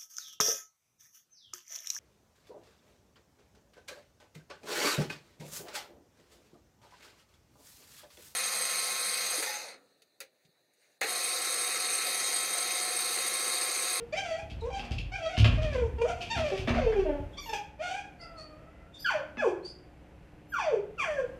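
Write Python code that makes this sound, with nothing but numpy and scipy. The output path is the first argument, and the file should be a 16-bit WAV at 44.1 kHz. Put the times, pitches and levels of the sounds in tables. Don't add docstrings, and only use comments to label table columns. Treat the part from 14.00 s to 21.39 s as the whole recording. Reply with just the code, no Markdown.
import sys
import numpy as np
from scipy import signal
from scipy.fft import rfft, irfft, next_fast_len
from scipy.io import wavfile
from scipy.ndimage import uniform_filter1d, map_coordinates

SR = 44100
rng = np.random.default_rng(int(sys.argv[2]) if len(sys.argv) > 2 else 0)


def store_pcm(level_fs):
    pcm = np.round(np.clip(level_fs, -1, 1) * 32767).astype(np.int16)
    wavfile.write(sys.argv[1], SR, np.atleast_2d(pcm).T)


def volts_from_db(level):
    exponent = np.asarray(level, float) / 20
    return 10 ** exponent


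N = 325987

# (frequency [Hz], level per Hz [dB])
AIR_COLOUR = [(12, -54), (20, 8.5), (158, -0.5), (273, -7), (297, -2.5), (380, -8.5), (559, -7.5),
              (642, -13), (697, -8.5), (1140, -19.5), (1830, -19.5), (2680, -21.5), (3350, -29),
              (3740, -32), (14400, -45.5)]
# (time [s], level [dB])
AIR_LEVEL = [(0, -51.5), (1, -50), (3, -47.5), (3.6, -55), (4.3, -51.5), (4.7, -54), (5.6, -53.5),
             (6.2, -55.5), (7.39, -50.5)]
# (frequency [Hz], rms level [dB])
HUM = [(64.6, -67.5), (161.5, -70), (301.5, -70), (549.1, -76), (699.8, -86.5), (1475, -85)]

# (time [s], pitch [Hz], effort [dB])
WHINES = [
    ((-10.5, 8, 1.5, 2), [(.126, 560, -40), (.144, 655, -38), (.17, 764, -32.5), (.215, 788.6, -34.5), (.27, 686, -34.5), (.35, 640.4, -40.5), (.392, 821.5, -33.5), (.43, 822, -54)]),
    ((-23.5, 6, 3.5, 3.5), [(.7, 798, -28), (.715, 802, -37.5), (.774, 793, -28.5), (.79, 733, -40), (.825, 715, -54), (.87, 724.3, -50)]),
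    ((-11, 3, -1.5, -4), [(1.12, 719, -38.5), (1.155, 805, -34.5), (1.198, 664, -40), (1.28, 635.4, -39.5), (1.302, 741, -33.5), (1.356, 699.4, -38), (1.42, 725, -52)]),
    ((-13.5, 6.5, -7.5, 3.5), [(2.05, 593, -30), (2.08, 735.6, -38.5), (2.105, 678, -24.5), (2.116, 707, -31), (2.14, 704, -52.5), (2.2, 716.6, -42), (2.27, 706, -71)]),
    ((-12, 4.5, -3, -0.5), [(3.79, 578, -52.5), (3.812, 652, -36), (3.828, 748, -34.5), (3.856, 700.4, -31), (3.9, 743.4, -31.5), (3.95, 798, -34), (3.99, 815.3, -35.5), (4.01, 850, -53), (4.06, 831, -47)]),
]
MOANS = [
    ((-8.5, 4, -7, -9.5), [(1.57, 653, -59), (1.586, 601, -38.5), (1.622, 641.7, -44.5), (1.74, 563, -42.5), (1.76, 496.6, -32), (1.852, 448.4, -43), (1.87, 437, -31)]),
    ((-6.5, 5.5, -6, -4), [(1.985, 453, -35.5), (2.008, 453.6, -46), (2.02, 484, -25), (2.046, 508, -50)]),
    ((-6.5, 11.5, 1.5, -2), [(2.3, 885, -35.5), (2.335, 969, -32), (2.37, 687, -36), (2.39, 652, -38), (2.43, 633, -39.5), (2.515, 538.4, -37)]),
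    ((-10.5, -3.5, -3.5, -7.5), [(2.52, 391.6, -30.5), (2.54, 375.3, -35), (2.62, 375.7, -52.5)]),
    ((-15.5, 3, -2, -17), [(2.75, 702, -36), (2.77, 765, -27), (2.805, 546.4, -37), (2.86, 457, -33.5), (2.892, 442, -32), (3.05, 358.2, -29)]),
    ((3, 1.5, -10, -35), [(3.055, 310.7, -38), (3.125, 284.5, -41), (3.217, 281.4, -51), (3.25, 279, -63)]),
]
YELPS = [
    ((-3, 17, 6.5, -12.5), [(5.047, 1689, -38.5), (5.058, 1560, -43), (5.063, 1507, -28.5), (5.085, 1295, -37), (5.112, 868, -27), (5.135, 683, -32), (5.154, 613, -34), (5.208, 538, -39), (5.25, 553, -70)]),
    ((2, 31.5, -2.5, -12.5), [(5.378, 853, -53), (5.405, 843.6, -32.5), (5.43, 592.4, -32.5), (5.455, 451, -30), (5.482, 357, -24), (5.53, 366.7, -40), (5.555, 370, -36)]),
    ((-9.5, 17.5, 8.5, -10), [(6.522, 1630, -53), (6.536, 1566, -45), (6.540, 1500, -31), (6.556, 1203, -36), (6.58, 1112, -26.5), (6.598, 859, -27), (6.63, 724, -28), (6.7, 587, -34), (6.735, 440, -28.5), (6.8, 363.3, -36)]),
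    ((-0.5, 27.5, -0.5, -4), [(6.98, 1414, -45), (6.998, 1209, -37), (7.023, 1076, -35.5), (7.055, 702, -34), (7.095, 618.3, -34), (7.183, 543, -36.5), (7.2, 526.3, -30), (7.225, 473, -38.5), (7.3, 524, -72)]),
]
WHIMPERS = [
    ((-10, 21, -1.5, -9), [(0.0, 472, -41.5), (.04, 441.4, -60.5)]),
    ((2.5, -10, -1, -15), [(3.37, 1042, -64), (3.384, 1148, -44), (3.41, 1150, -59), (3.45, 1087, -69)]),
    ((2.5, 1, -21.5, -21), [(4.2, 694, -53), (4.488, 616, -64.5), (4.53, 618.4, -67), (4.81, 670.5, -65.5), (4.9, 677, -70)]),
    ((-1, 5, -22, -11.5), [(.62, 439, -47.5), (.65, 486.5, -42), (.685, 575, -46.5), (.698, 600, -56)]),
]
CRACKED_CRY = [
    ((-20.5, 2.5, 3.5, 7.5), [(3.462, 934, -27.5), (3.487, 899, -46), (3.495, 878, -27.5), (3.524, 868, -43), (3.535, 860, -22.5), (3.562, 853.5, -35), (3.575, 808.5, -40), (3.6, 825, -46)]),
]
UNSTEADINESS = [.9, .6, .55, 1.5, 1.7]
THIRD_LIFT = [
    [0.1, 0.12, 0.1, 0.1, 1.6],
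    [0.1, 0.092, 0.1, 0.1, 0.1, 0.11],
    [2.8, 3.3, 3.3, 22],
    [24, -9, 4.5, -13],
    [-1.5],
]
SNOUT_SHARE = [.5, .4, 1, .1, 0]
# (frequency [Hz], level [dB])
THROAT = [(500, 5.5), (800, 6), (1100, -9), (1300, -6), (1600, -2), (1950, -3.5), (2400, 3.5), (2900, 0),
          (3350, -1), (4000, -5.5), (5000, -4.5), (6400, -3.5), (8500, -9.5), (14000, -22)]
# (frequency [Hz], level [dB])
CHEST = [(300, 2), (450, 4.5), (650, 4), (800, -6.5), (1100, -2), (1600, 7)]
# (frequency [Hz], level [dB])
SNOUT = [(1200, 0), (1600, 3), (2000, -4), (2400, 3), (2850, -4), (3350, 3), (3950, -12), (4600, 4.5),
         (5250, -7), (5850, 3), (6500, -3), (7500, 0)]
# (start [s], end [s])
CRACK_SPAN = (3.48, 3.59)
CRACK_DB = -11
OCTAVE_THROAT = 0.22
CLOSING_TILT = 1
GLIDE_BLUR_DB = 1.3
RASP_LAG_S, RASP_START_DB = 0.03, -13

# (time [s], peak level [dB], boom [dB], heave [dB])
PAWS = [(0.43, -42.5, -3, -4), (0.519, -37, -5, -20), (0.569, -47.5, 5.5, 11), (0.622, -46.5, 3.5, -3),
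        (0.731, -47, -11, 12), (0.913, -25.5, -9, -4.5), (0.997, -31.5, -12, -4), (1.087, -38.5, -30, -8),
        (1.379, -20.5, -8, -28), (1.3975, -16, -26, -18), (1.4066, -16, -10, -24), (1.4249, -25, -1, -17),
        (1.46, -40, 4, -1), (1.489, -34, -12, 11), (1.536, -22.5, -11, -10), (1.574, -29, -6, -9),
        (1.647, -35, 1.5, -11), (1.69, -33, -10, -16), (1.775, -54.5, 17.5, -15), (1.82, -53.5, 21.5, -8),
        (1.94, -43.5, 7, -1), (2.099, -40, -4, -11), (2.366, -27, -11.5, -34), (2.596, -28, -10.5, -8),
        (2.684, -34, -19, -23), (2.705, -25, -5, -5), (2.773, -27.5, -11.5, 4), (2.85, -35, -6, -16),
        (2.99, -51, 6, 10.5), (3.099, -59, 5, 10), (3.201, -56, 15, 18.5)]
# (frequency [Hz], width [Hz], level [dB])
PANEL = [(111, 15, 1), (150, 24, -14), (245, 20, -19)]
# (frequency [Hz], width [Hz], level [dB])
BOOM = [(67, 11, 4)]
# (frequency [Hz], width [Hz], level [dB])
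HEAVE = [(35.8, 2.38, 2.5)]
# (frequency [Hz], width [Hz], level [dB])
SWAY = [(48, 4, 5.3)]
LATCH_SIDE_S = 1.7
RATTLE_S = 0.059

# (time [s], peak level [dB], scrape length [s], knock [dB])
CLAWS = [(0.498, -32.5, 0.017, -48), (0.7703, -35.5, 0.024, -20), (0.792, -30.5, 0.016, -9.5),
         (0.8287, -38, 0.034, -2), (0.907, -25.5, 0.019, -15.5), (0.981, -23, 0.0086, -43),
         (1.3715, -17, 0.024, -19.5), (1.4437, -15.5, 0.018, -9.5), (1.517, -36, 0.069, -2.5),
         (1.6137, -33, 0.068, -8), (1.725, -31.5, 0.024, -5.5), (2.207, -26, 0.025, -24),
         (2.25, -38.5, 0.077, -27), (2.376, -20.5, 0.017, -13.5), (2.4498, -35, 0.13, -11.5),
         (2.572, -27, 0.029, -44), (2.673, -22, 0.019, 3), (2.739, -33, 0.034, 2.5),
         (2.923, -42.5, 0.0091, 13.5), (5.37, -47.5, 0.0099, 11)]
# (frequency [Hz], level per Hz [dB])
SCRAPE = [(880, -46), (1500, -43), (1620, -26), (1830, -28), (2080, -16.5), (2480, -6.5), (2650, -8.5),
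          (5400, -19.5), (8530, -34), (14000, -48)]
# (frequency [Hz], width [Hz], level [dB])
KNOCK = [(242.6, 15.7, 3.5), (410, 73, -5), (650, 130, -5.5), (1016, 170, -9), (1990, 1120, -9.5)]
# (time [s], peak level [dB])
TICKS = [(0.5039, -46), (0.7939, -30.5), (0.9195, -36.5), (0.9821, -30), (1.368, -25), (1.4516, -21),
         (1.4666, -36), (1.6108, -40), (2.2135, -27.5), (2.378, -29), (2.6816, -24)]
# (time [s], peak level [dB])
HARDEST_TICK = (1.4437, -12)
# (frequency [Hz], width [Hz], level [dB])
PANEL_FACE = [(1500, 170, -28), (2550, 240, 6), (3010, 470, 5), (4170, 730, -1), (5370, 790, -11.5)]

# (time [s], length [s], first pitch [Hz], last pitch [Hz], peak level [dB])
WHISTLES = [
    (0.606, 0.02, 4050, 3800, -43),
    (3.329, 0.039, 3595, 3459, -53.5),
    (4.938, 0.054, 3574, 3498, -46),
    (4.198, 0.069, 4487, 4750, -48.5),
    (4.373, 0.069, 4280, 4460, -43),
    (4.985, 0.07, 4575, 4966, -43.5),
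    (5.638, 0.078, 4240, 4770, -42.5),
]
# (time [s], length [s], first pitch [Hz], last pitch [Hz], peak level [dB])
SQUEAKS = [
    (3.4, .17, 12250, 12950, -58),
    (4.99, .11, 12600, 13100, -59),
    (6.49, .06, 12965, 12940, -60),
]
# (frequency [Hz], level per Hz [dB])
PUFF = [(2000, -11), (5000, -0.5), (9000, -9.5), (14000, -41)]
SWELL, GLIDE = 0.18, 0.74
SWELL_DB, WANE_DB = 10, 12.5

# (frequency [Hz], time to fall 60 dB [s])
WALLS = [(40, 1), (300, 0.43), (1500, 0.52), (5000, 0.36), (12000, 0.33)]
# (frequency [Hz], level [dB])
MIC = [(3300, 0), (3700, -2), (4050, -4), (4400, -1.5), (4800, -1)]
# (frequency [Hz], level per Hz [dB])
SIDE_COLOUR = [(2060, -67), (3500, -38), (4360, -38), (4510, -32), (4820, -8.5), (10100, -3.5),
               (14400, -30)]


def unit(x):
    return x / np.sqrt(np.mean(x ** 2) + 1e-20)


def along(points, hz):
    f, v = np.transpose(points)
    return np.interp(np.log(hz + 1), np.log(f + 1), v)


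def wobble(rate, size=N):
    knots = rng.standard_normal(int(size * rate / SR) + 4)
    return map_coordinates(knots, [np.arange(size) * rate / SR])


def filtered(x, response):
    m = next_fast_len(N + SR)
    return irfft(rfft(x, m) * response(np.fft.rfftfreq(m, 1 / SR)), m)[..., :N]


def modes(table):
    def response(f):
        total = 0
        for k, (centre, width, db) in enumerate(table):
            resonance = 1j * f * width / (centre * centre - f * f + 1j * f * width)
            total = total + (-1) ** k * volts_from_db(db) * resonance
        return total
    return response


def played(rows, fade):
    s, *cols = np.transpose(rows)
    t = np.arange(max(s[0] - fade / 2, 0), s[-1] + fade / 2, 1 / SR)
    gate = np.clip(np.minimum(t - t[0], t[-1] - t) / fade, 0, 1)
    return round(t[0] * SR), t, gate, [np.interp(t, s, c) for c in cols]


def bursts(rows, rise, rough_db):
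    out, t = np.zeros(N + SR), np.arange(SR // 4) / SR
    for s, db, decay in rows:
        shape = (1 - np.exp(-t / rise)) * np.exp(-t / max(decay, 0.002))
        grain = volts_from_db(db + rough_db * wobble(287.6, size=len(t)))
        out[round(s * SR):][:len(t)] += grain * shape * rng.standard_normal(len(t))
    return out[:N]


def struck(hits, table, soft_hz):
    force = bursts([(s, db - 41, rattle) for s, db, rattle in hits], rise=0.005, rough_db=4)
    for s, db, _ in hits:
        force[round(s * SR)] += volts_from_db(db)
    return filtered(force, lambda f: modes(table)(f) / (1 + 1j * f / soft_hz) ** 2)


def air():
    t = np.arange(N) / SR
    rush = filtered(rng.standard_normal(N), lambda f: volts_from_db(along(AIR_COLOUR, f)))
    swell_db = 1.2 * wobble(3)
    hum = np.zeros(N)
    for hz, db in HUM:
        level = volts_from_db(db + 7.5 + 2.4 * wobble(6.1))
        hum += level * np.sin(2 * np.pi * hz * t + 0.8 * wobble(14.0))
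    return volts_from_db(np.interp(t, *np.transpose(AIR_LEVEL)) + swell_db) * unit(rush) + hum


def cry_curves():
    curves, gate = np.zeros((8, N)), np.zeros(N)
    kinds = [WHINES, MOANS, YELPS, WHIMPERS, CRACKED_CRY]
    for cries, unsteady, lifts, narrow in zip(kinds, UNSTEADINESS, THIRD_LIFT, SNOUT_SHARE):
        for ((octave_db, closing_db, opening, rasp_db), rows), lift_db in zip(cries, lifts):
            at, t, edge, (hz, effort_db) = played(rows, fade=0.008)
            done = (t - t[0]) / (t[-1] - t[0])
            closed_db = closing_db * done
            second_db = effort_db + octave_db - closed_db
            tilt = opening - CLOSING_TILT * closed_db
            hoarse_db = rasp_db + RASP_START_DB * np.exp((t[0] - t) / RASP_LAG_S)
            curves[:, at:at + len(t)] = np.broadcast_arrays(
                hz, effort_db, second_db, tilt, hoarse_db, unsteady, lift_db * done, narrow)
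            gate[at:at + len(t)] += edge
    return curves, gate


def voice():
    curves, gate = cry_curves()
    on = np.flatnonzero(gate)
    t = on / SR
    smooth = uniform_filter1d(curves[:, on], size=120, axis=1)
    hz, effort_db, second_db, opening, rasp_db, unsteady, third_db, narrow = smooth
    db = effort_db + along(CHEST, hz)
    octave_colour = along(THROAT, 2 * hz)
    second_db = second_db + OCTAVE_THROAT * octave_colour
    jitter = unsteady * (0.015 * wobble(45) + 0.016 * wobble(220))[on]
    phase = 2 * np.pi * np.cumsum(hz * (1 + jitter)) / SR

    glide = uniform_filter1d(np.abs(np.gradient(np.log2(hz))) * SR, size=400)
    blur_db = np.minimum(GLIDE_BLUR_DB * glide, 12) * narrow
    flutters = [4 * wobble(50)[on] for _ in range(4)]
    stack = volts_from_db(db) * np.sin(phase)
    for k in range(2, 20):
        gain_db = second_db + flutters[k % 4] + opening * np.log2(k / 2)
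        gain_db = gain_db + along(THROAT, k * hz) - octave_colour
        gain_db = gain_db + third_db * (k == 3) - blur_db * min((k - 2) / 2, 1)
        drowned = 1 + (k * hz / 5600) ** 6
        stack += volts_from_db(gain_db) / drowned * np.sin(k * phase)

    cracking = (t > CRACK_SPAN[0]) * (t < CRACK_SPAN[1])
    half = volts_from_db(CRACK_DB) * cracking * np.sin(phase / 2)
    level = np.minimum(gate[on], 1) * volts_from_db((1.5 + 1.3 * unsteady) * wobble(60)[on])
    tone, rasp, share = np.zeros((3, N))
    share[on] = narrow
    tone[on] = np.sqrt(2) * level * (stack + half * (volts_from_db(db) + 0.5 * stack))
    pulsed = (1 + 0.9 * np.sin(phase)) * rng.standard_normal(len(t))
    rasp[on] = level * volts_from_db(second_db + rasp_db + blur_db / 4) * pulsed
    hoarse = filtered(rasp, lambda f: volts_from_db(1.7 * along(THROAT, f) + 8.5) * f ** 2 / (f ** 2 + 900 ** 2))
    cry = tone + hoarse
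    return (1 - share) * cry + filtered(share * cry, lambda f: volts_from_db(along(SNOUT, f)))


def door():
    bends = [(s, db + 49, RATTLE_S) for s, db, _, _ in PAWS]
    booms = [(s, db + rel + 60, RATTLE_S) for s, db, rel, _ in PAWS]
    heaves = [(s, db + rel + 73, RATTLE_S) for s, db, _, rel in PAWS if s > LATCH_SIDE_S]
    sways = [(s, db + rel + 60, RATTLE_S) for s, db, _, rel in PAWS if s < LATCH_SIDE_S]
    panel = struck(bends, PANEL, soft_hz=298)
    boom = struck(booms, BOOM, soft_hz=403)
    heave = struck(heaves, HEAVE, soft_hz=201)
    sway = struck(sways, SWAY, soft_hz=199)
    return panel + boom + heave + sway


def claws():
    scrapes = bursts([(s, db, length) for s, db, length, _ in CLAWS], rise=0.004, rough_db=5)
    blows = [(s, db + knock, length) for s, db, length, knock in CLAWS]
    knocks = bursts(blows, rise=0.00027, rough_db=4.5)
    scratch = filtered(scrapes, lambda f: volts_from_db(along(SCRAPE, f)))
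    thud = filtered(knocks, lambda f: modes(KNOCK)(f) / (1 + 1j * f / 3000) ** 3)
    return volts_from_db(6.5) * scratch + volts_from_db(15) * thud


def ticks():
    hits = [(s, db, 0.0025) for s, db in [*TICKS, HARDEST_TICK]]
    taps = bursts(hits, rise=0.0002, rough_db=2)
    return volts_from_db(6) * filtered(taps, lambda f: modes(PANEL_FACE)(f) / (1 + 1j * f / 7000) ** 2)


def whistles():
    out, breath = np.zeros(N), np.zeros(N)
    for s, length, first_hz, last_hz, peak_db in [*WHISTLES, *SQUEAKS]:
        peak_hz = first_hz + GLIDE * (last_hz - first_hz)
        rows = [(s, first_hz, peak_db - SWELL_DB),
                (s + SWELL * length, peak_hz, peak_db),
                (s + length, last_hz, peak_db - WANE_DB)]
        at, t, gate, (hz, db) = played(rows, fade=0.03)
        low = hz < SR / 6
        spread_hz = np.where(low, 135, 160) * wobble(259, size=len(t))
        phase = 2 * np.pi * np.cumsum(hz + spread_hz) / SR
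        octave = volts_from_db(-26) * low * np.sin(2 * phase)
        level = volts_from_db(db + 4 + 2.5 * wobble(80, size=len(t)))
        out[at:at + len(t)] += gate * level * (np.sin(phase) + octave)
        breath[at:at + len(t)] += gate * low * volts_from_db(db - 5) * rng.standard_normal(len(t))
    return out + filtered(breath, lambda f: volts_from_db(along(PUFF, f)))


def room(x):
    hz, t, z = signal.stft(rng.standard_normal(SR), SR, nperseg=256)
    dying = volts_from_db(-60 * t / along(WALLS, hz)[:, None])
    tail = signal.istft(z * dying, SR, nperseg=256)[1]
    tail = np.pad(tail / np.linalg.norm(tail), (150, 0))
    tail[rng.integers(40, 1300, size=9)] += volts_from_db(-10) * rng.choice([-1, 1], size=9)
    return signal.fftconvolve(x, tail)[:N]


def scene():
    background = air()
    near = voice() + whistles()
    wood, nails = door(), claws() + ticks()
    puppy = volts_from_db(-3.5) * near + volts_from_db(-5) * room(near)
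    mono = puppy + wood + nails + room(volts_from_db(-4.5) * wood + volts_from_db(-2.5) * nails)
    mono = filtered(mono, lambda f: volts_from_db(along(MIC, f))) + background
    mono = filtered(mono, lambda f: (f < 14300) * f ** 4 / (f ** 4 + 31 ** 4))
    return np.array([mono, mono])


def top_cut(x):
    return signal.sosfilt(signal.butter(12, 14330, fs=SR, output="sos"), x)


def record(dry):
    treble = filtered(dry[0], lambda f: f ** 4 / (f ** 4 + 16000 ** 4))
    treble_level = np.sqrt(np.abs(uniform_filter1d(treble ** 2, size=512)))
    hiss = unit(filtered(rng.standard_normal(N), lambda f: volts_from_db(along(SIDE_COLOUR, f))))
    side = volts_from_db(9.5) * treble_level * hiss
    return top_cut(dry + np.array([side, -side]))


dry = scene()
out = record(dry)
store_pcm(out)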